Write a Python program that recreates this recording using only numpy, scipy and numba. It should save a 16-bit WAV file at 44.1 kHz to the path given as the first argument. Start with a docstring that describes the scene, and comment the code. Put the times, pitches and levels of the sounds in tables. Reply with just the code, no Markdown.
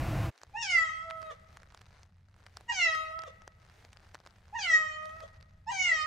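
"""A loud low rumble with hiss stops short; then a cat in the hard corner of a room meows four times, each call
rising quickly and sliding down to a held note. Small dry ticks crackle close to the phone over a faint hum and hiss.
Rumble, hum and hiss are filtered noise; a tick is a jagged push that rings two damped modes. The voice is a sum of
harmonics coloured by throat and mouth, with breath and rasp noise; wall echoes and a reverberant tail follow it."""
import sys
import numpy as np
from scipy import signal
from scipy.fft import rfft, irfft, next_fast_len
from scipy.io import wavfile
from scipy.ndimage import uniform_filter1d
from numba import njit

SR = 44100
rng = np.random.default_rng(int(sys.argv[2]) if len(sys.argv) > 2 else 0)


def materialize(psi):
    """Save the field psi as 16-bit PCM at rate SR to the path in sys.argv[1].

    A 1-D psi becomes a single channel; in a 2-D psi each row is a channel.
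    """
    bounded = np.clip(np.atleast_2d(psi).T, -1, 1)
    quanta = np.round(bounded * 32767).astype(np.int16)
    wavfile.write(sys.argv[1], SR, quanta)


N = 267246
TOP_HZ = 15700  # upper limit of the phone and of the voice partials

# The loudest ticks near the phone, before its case filters them:
# (time [s], crack peak [dB], left minus right [dB], body peak over crack peak [dB])
TICKS = [(0.378, -46, 1, -7), (0.3879, -52, -6, -8), (0.416, -44.5, 2, -1), (0.4341, -36.5, -2, 1.5),
         (1.1015, -36.5, -5, -3.5), (1.109, -48, 8, 18.5), (1.2182, -40, 1, -15), (1.2287, -43.5, -6, 8),
         (1.5712, -38.5, 0, 1.5), (1.632, -51, -1, 8), (1.723, -55, -4, 8), (1.7467, -43, -2, 4.5),
         (1.7748, -44, 1, -1), (1.8124, -46, -1.5, -8), (1.8163, -41, -2, -4.5), (1.865, -50, 1, -9),
         (2.032, -44.5, 2, -8), (2.4651, -37.5, -1, 0), (2.5704, -31.5, -1, -4), (2.609, -44, -2.0, -2),
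         (2.9516, -37.5, 0, 10.5), (3.1913, -32.5, -3, -7), (3.2202, -44, 16, -1),
         (3.2366, -41.5, -6, 10.5), (3.4199, -46.5, -3, 2), (3.4775, -37, -1, 3.5), (3.6985, -50.5, -5, 1),
         (3.8497, -41.5, 0, -3.5), (3.931, -39.5, 2, -21.5), (3.9713, -45.5, 19, -12),
         (4.146, -33.5, -1, -2), (4.1528, -39, 1.5, 7), (4.202, -51.5, 4, 7.5), (4.2632, -37.5, -2, -3),
         (4.2727, -41, -2, -5), (4.4815, -57, -9, 4), (5.056, -39.5, 0, -18), (5.0949, -44.5, -5, -4),
         (5.205, -39, -1, -1), (5.4099, -45.5, -1.0, -6.5), (5.427, -48.5, -4, 3)]


def undb(db):
    """Amplitude ratio of a level: 20 dB for every factor of ten."""
    return 10 ** (np.asarray(db) / 20)


def unit(x):
    """Normalisation to equal mean power: rms 1."""
    return x / np.sqrt(np.mean(x ** 2))


def along(table):
    """Linear interpolation in time: each column of a curve table, one value a sample."""
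    times, *columns = np.transpose(table)
    t = np.arange(N) / SR
    return [np.interp(t, times, column) for column in columns]


def colour_db(hz, table):
    """Spectral envelope, with straight lines between the points on a log-frequency axis."""
    table_hz, table_db = np.transpose(table)
    return np.interp(np.log(np.maximum(hz, 1)), np.log(table_hz), table_db)


def noise(table):
    """Coloured noise: the spectrum of white noise weighted by an envelope, then scaled to rms 1."""
    size = next_fast_len(N)
    hz = np.arange(size // 2 + 1) * SR / size
    white = rfft(rng.standard_normal(size))
    return unit(irfft(white * undb(colour_db(hz, table)), size)[:N])


def walk(rate):
    """Slow random modulation: levels drawn `rate` times a second, smoothed twice, rms 1."""
    hold = max(int(SR / rate), 1)
    steps = np.repeat(rng.standard_normal(N // hold + 1), hold)
    return unit(uniform_filter1d(uniform_filter1d(steps, hold), hold)[:N])


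def rumble():
    """Broadband noise at a steady level that sags briefly, then cuts off; the small side signal is differentiated."""
    # Rumble and its hiss: (frequency [Hz], relative level per Hz [dB])
    rumble_spectrum = [(12, -24), (20, -9.5), (126, -1.5), (252, -22.5), (324, -11), (393, -27),
                       (667, -17.5), (958, -26), (1070, -21.5), (1160, -25.5), (2680, -31.5), (3170, -37.5),
                       (9930, -49), (11700, -48), (15500, -52)]
    start_db = -32
    sag_s, sag_db_per_s = 0.26, 140
    cut_s, cut_db_per_s = 0.2967, 1800  # added to the sag
    t = np.arange(N) / SR
    sag_db = sag_db_per_s * np.maximum(t - sag_s, 0)
    cut_db = cut_db_per_s * np.maximum(t - cut_s, 0)
    middle = noise(rumble_spectrum)
    treble = np.diff(noise(rumble_spectrum), prepend=0)  # differentiation favours the treble
    return undb(start_db - sag_db - cut_db) * (middle + 0.1 * np.outer([1, -1], treble))


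def tick(body_db, break_s=0.00053):
    """Impact excitation of damped modes: a jagged push rings a bright crack and a duller body, through the case."""
    # Body, then crack: (frequency [Hz], decay time [s])
    modes = [(1500., 0.0002), (4500., 0.00011)]
    # Band that the phone's case passes: (lower edge [Hz], upper edge [Hz])
    case_band = [470, 8820]
    t = np.arange(256) / SR
    push = np.exp(-t / break_s) * rng.standard_normal(256)
    body, crack = (np.convolve(push, np.exp(-t / decay_s) * np.sin(2 * np.pi * hz * t))[:256]
                   for hz, decay_s in modes)
    snap = crack / np.max(np.abs(crack)) + undb(body_db) * body / np.max(np.abs(body))
    return signal.sosfilt(signal.butter(2, case_band, "bandpass", fs=SR, output="sos"), snap)


def crackle(stir_s=0.022, kinds=8):
    """Shot noise over a soft rustle: random tiny ticks, unlike at the two ports, thicken around every loud tick."""
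    # Common level of crackle and rustle, before their own gains: (time [s], level [dB])
    crackle_level = [(0.34, -82), (1.47, -77.5), (2.05, -80.5), (2.13, -87), (2.29, -86.5), (2.36, -79.5),
                     (2.6, -77.5), (3.5, -81.5), (4.066, -76), (4.264, -79), (4.5, -77), (5.36, -77.5),
                     (5.46, -85)]
    # Rustle: (frequency [Hz], relative level per Hz [dB])
    hiss_spectrum = [(150, -34), (250, 3), (742, 6), (1100, -3), (2020, 2.5), (2320, -2), (4470, -7),
                     (15500, -24.5)]
    grains_per_s = 250  # before stir and drift
    loud = np.zeros(N)
    for s, db, *_ in TICKS:
        loud[int(s * SR)] = undb(1.08 * (db + 40))
    stir = 1 + 1.17 * np.convolve(loud, np.hanning(int(stir_s * SR)), "same")

    chance = rng.random((3, N))
    fired = chance[0] < grains_per_s / SR * stir * undb(4 * walk(20))
    sizes = fired * undb(-3 * np.log(chance[1] + .01))  # many small, few large
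    pan = undb(16.0 * (chance[2] - 0.5))
    panned = sizes * np.array([pan, 1 / pan])
    kind = rng.integers(0, kinds, N)  # every tiny tick takes one of a few shapes
    grains = np.zeros((2, N))
    for k in range(kinds):
        grains += signal.oaconvolve(panned * (kind == k), tick(4.)[None], axes=1)[:, :N]

    flicker = undb(1.5 * walk(30) + 2.0 * walk(9))
    rustle = noise(hiss_spectrum) + 0.44 * np.outer([1, -1], noise(hiss_spectrum))
    level_db = along(crackle_level)[0]
    started = np.arange(N) > .31 * SR
    return (undb(7) * rustle * stir * flicker + undb(10.5) * grains) * undb(level_db) * started


def ticks():
    """Superposition of separate impacts, placed left or right by a level difference between the ports."""
    out = np.zeros((2, N + 256))
    for s, db, pan_db, body_db in TICKS:
        i = int(s * SR)
        sides = undb([db + pan_db / 2, db - pan_db / 2])
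        out[:, i:i + 256] += np.outer(sides, tick(body_db))
    return out[:, :N]


def hum():
    """Low-frequency noise, strongly correlated between the ports, that fades in and slowly wavers in level."""
    # Hum: (frequency [Hz], relative level per Hz [dB])
    hum_spectrum = [(12, -46), (20, 1), (37, -3.5), (91, 5), (150, -9), (204, -8), (226, -26), (253, -20),
                    (300, -42.5), (390, -53), (660, -120)]
    middle_db, side_db = -60, -35.5  # level before wavering; side signal relative to the middle
    start_s, rise_s = 0.41, 0.1
    rise = np.clip((np.arange(N) / SR - start_s) / rise_s, 0, 1)
    ports = noise(hum_spectrum) + undb(side_db) * np.outer([1, -1], noise(hum_spectrum))
    return rise * ports * undb(middle_db + 1.5 * walk(1))


def cat(count=22):
    """Source and filter: harmonics coloured by throat and mouth; a fast slide makes pitch and partials unsteady."""
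    # The meows, each a quick rise, a break of the voice, a slide and a held note: (time [s], pitch [Hz],
    # level before colour [dB], mouth opening [0-1], mouth resonance [Hz], fundamental over mouth colour [dB])
    meows = [
        [(0.535, 800, -55, 0.05, 1640, -8), (0.562, 873, -44.5, 0.39, 1750, 9),
         (0.58, 930, -42, 0.4, 1840, -4.5), (0.622, 929, -32.5, 0.44, 1920, -15),
         (0.626, 869, -29.5, 0.53, 1880, -17), (0.672, 773, -35.5, 0.63, 1780, -24.5),
         (0.702, 732.6, -35, 0.64, 1980, -19), (0.778, 663, -36, 0.63, 1960, -18),
         (0.9, 634.7, -39, 0.45, 1980, -27), (1.02, 648.7, -44.5, 0.29, 1950, -20),
         (1.06, 655, -46.5, 0.2, 1907, -3), (1.2, 645, -47, 0.08, 1940, -5), (1.299, 629.7, -49, 0.24, 1860, 4),
         (1.325, 549, -63.5, 0.6, 1832, 13.5)],
        [(2.68, 942, -59, 0.45, 1920, -4), (2.699, 960, -32, 0.47, 1900, -5),
         (2.716, 938, -42.5, 0.57, 1873, 2), (2.722, 820, -43.5, 0.84, 1770, -3.5),
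         (2.742, 786.4, -35, 0.5, 1930, -13), (2.812, 697, -31, 0.62, 1893, -21.5),
         (2.872, 651.5, -36, 0.68, 1825, -10.5), (2.955, 637, -29, 0.26, 1884, -24),
         (3.03, 635, -35.5, 0.17, 1820, -11.5), (3.095, 635.7, -43, 0.27, 1844, -4.5),
         (3.147, 643.5, -42.5, 0.11, 1920, -8), (3.245, 650.6, -50, 0.21, 1990, -6.5),
         (3.285, 557, -61, 0.61, 1833, 5)],
        [(4.528, 810, -50, 0.03, 1724, 0), (4.556, 948, -53.5, 0.68, 1800, 15),
         (4.586, 912, -57.5, 0.9, 1970, 12), (4.592, 867, -45.5, 0.8, 1940, 4.5),
         (4.672, 688, -37, 0.54, 1980, -15.5), (4.72, 642, -43.5, 0.8, 1964, -8.5),
         (4.74, 631.6, -39.5, 0.78, 1885, -16), (4.78, 632.4, -37, 0.57, 1912, -15.5),
         (4.85, 626.3, -38, 0.45, 1913, -8), (4.921, 616.4, -51.5, 0.62, 1917, -3),
         (5.075, 624.5, -42.5, 0.14, 1798, -2.5), (5.185, 650, -53, 0.22, 1928, -8),
         (5.24, 629.6, -54.5, 0.45, 1993, 7)],
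        [(5.667, 859, -61, 0.46, 1755, 12), (5.678, 890, -54, 0.7, 1870, 16), (5.712, 967, -44, 0.68, 2003, 8),
         (5.718, 812, -37.5, 0.63, 1840, -3), (5.798, 742.6, -44, 0.87, 1920, -3.5),
         (5.842, 729, -39.5, 0.78, 1912, -20), (5.942, 634.4, -40.5, 0.65, 1964, -10),
         (6.016, 616, -36.5, 0.6, 1954, -22), (6.06, 625, -36.5, 0.37, 1880, -17.0)],
    ]
    # Voice colour, mouth wide open, before it stretches: (frequency [Hz], gain [dB])
    throat = [(550, -2), (900, 3.5), (1280, -3), (1500, -6.5), (1750, 11), (1900, 36), (2050, 27.5),
              (2250, 15.5), (2500, 2.5), (2850, 11), (3200, -2.5), (4500, -4), (6500, 1), (7800, -18),
              (8800, -36.5), (9700, -39), (12000, -65.5)]
    # Change of that colour with the mouth shut, before it stretches: (frequency [Hz], gain [dB])
    shutting = [(550, -4.5), (1280, 4), (1900, -66), (2850, -27), (4000, -39), (6500, -47.5), (12000, 11)]
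    # Breath through the mouth: (frequency [Hz], relative level per Hz [dB])
    breath_spectrum = [(2060, -37.5), (3500, 1.5), (6550, 4), (7870, -2.5), (8830, -30), (9680, -11.5),
                       (12300, -39.5), (14100, -37.5), (15000, -44.5)]
    throat_peak_hz = 1900  # main resonance in both colour tables, which stretch with it
    break_per_s, break_db = 12, -9  # a faster pitch jump (log pitch per second) chokes the voice
    breath_db, breath_shut_db = 3.5, -39  # over the voice level, before roughness; change when shut

    t = np.arange(N) / SR
    hz, level_db, opening, mouth_hz, first_db = along(np.concatenate(meows))
    on = sum((t > meow[0][0]) & (t <= meow[-1][0]) for meow in meows)
    shut = 1 - np.clip(opening, 0, 1)
    speed = np.abs(np.gradient(np.log(hz))) * SR  # log pitch per second
    slide = uniform_filter1d(speed, size=900)
    choke = undb(break_db * uniform_filter1d(1. 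* (speed > break_per_s), size=130))
    rough = np.clip(0.19 + 0.14 * slide, 0, .7)

    order = np.arange(1, count + 1)[:, None]
    partial_hz = order * hz
    place_hz = partial_hz * throat_peak_hz / mouth_hz  # where each partial falls in the colour tables
    mouth_db = colour_db(place_hz, throat) + shut * colour_db(place_hz, shutting)
    gains = undb(level_db + mouth_db + first_db * (order == 1))
    flutter_db = 5 * rough + 2.5 * (order > 5)
    gains *= undb(flutter_db * np.array([walk(50) for _ in order])) * (partial_hz < TOP_HZ)
    gains[3:] *= undb(3.5 * np.array([walk(9) for _ in order[3:]]) - 1)  # upper partials come and go

    shaky_hz = hz * (1 + 0.024 * rough * walk(250))
    phase = 2 * np.pi * np.cumsum(shaky_hz) / SR
    tone = np.sqrt(2) * np.sum(gains * np.sin(order * phase + order ** 2), axis=0)
    breath = rough * undb(level_db + breath_db + shut * breath_shut_db) * noise(breath_spectrum)
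    return (choke * tone + breath) * uniform_filter1d(1. * on, size=300)


def later(x, ms):
    """Propagation delay: the sound moved by a fractional number of samples."""
    return np.interp(np.arange(N) - ms * SR / 1000, np.arange(N), x, left=0)


@njit
def walls(x, lags, gain, damp):
    """Feedback delay network: eight coupled paths, each low-passed so that every round is duller."""
    line, soft, out = np.zeros((8, 4096)), np.zeros(8), np.zeros((2, len(x)))
    for i in range(len(x)):
        total = 0.
        for k in range(8):
            arriving = gain[k] * line[k, (i - lags[k]) & 4095]
            soft[k] += (1 - damp) * (arriving - soft[k])
            total += soft[k]
            out[k % 2, i] += soft[k]
        for k in range(8):
            line[k, i & 4095] = x[i] + soft[k] - total / 4  # energy-preserving exchange
    return out


def room(voice):
    """Early reflections interfere with the direct sound; a reverberant tail decays after them."""
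    # First echoes off floor and corner walls; they throb against the direct sound while the pitch
    # slides: (delay [ms], left amplitude over direct [ratio], right amplitude over direct [ratio])
    echoes = [(0.324, 0.24, -0.16), (2.33, -0.16, 0.055), (5.108, 0.27, -0.3), (12.093, 0.11, 0.48),
              (16.99, -0.38, 0.71), (22.94, 0.5, 0.13)]
    # Paths between the walls: (delay [ms])
    path_ms = [21, 15, 25.9, 27, 34.7, 39.1, 45.7, 37]
    t60_s, damp = 1.25, 0.34  # decay time before the treble loss; low-pass coefficient
    middle_db, side_db = -26.5, -25.5
    near = voice + sum(np.outer([left, right], later(voice, ms)) for ms, left, right in echoes)
    lags = (np.array(path_ms) * SR / 1000).astype(np.int64)
    round_gain = undb(-60 * lags / SR / t60_s)
    middle, side = walls(voice + 1e-18, lags, round_gain, damp)  # tiny offset avoids slow arithmetic
    return near + undb(middle_db) * middle + undb(side_db) * np.array([side, -side])


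def rasps():
    """Turbulent noise through the closing throat: half-sine bursts of unsteady level."""
    # The throat closes with a short rasp: (start [s], peak gain before flutter [dB], length [s])
    bursts = [(1.296, -48, 0.036), (3.26, -49.5, 0.035), (5.22, -48, 0.027)]
    # Rasp: (frequency [Hz], relative level per Hz [dB])
    rasp_spectrum = [(350, -16), (580, 15.5), (850, -14.5), (1150, 1), (1600, -12), (2600, -40), (3300, -2),
                     (4200, -19), (5700, -17), (6800, -17), (15000, -46)]
    t = np.arange(N) / SR
    shape = sum(undb(db) * np.sin(np.pi * np.clip((t - s) / length, 0, 1)) for s, db, length in bursts)
    return shape * noise(rasp_spectrum) * undb(2.5 * walk(120))


def scene():
    """Linear superposition of all sources at the two ports; only the cat's sounds excite the room."""
    return rumble() + crackle() + ticks() + hum() + room(cat() + rasps())


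def record(dry):
    """Band limitation: the phone's steep low-pass cuts the top."""
    return signal.sosfilt(signal.ellip(10, .2, 80, TOP_HZ, fs=SR, output="sos"), dry)


dry = scene()
out = record(dry)
materialize(out)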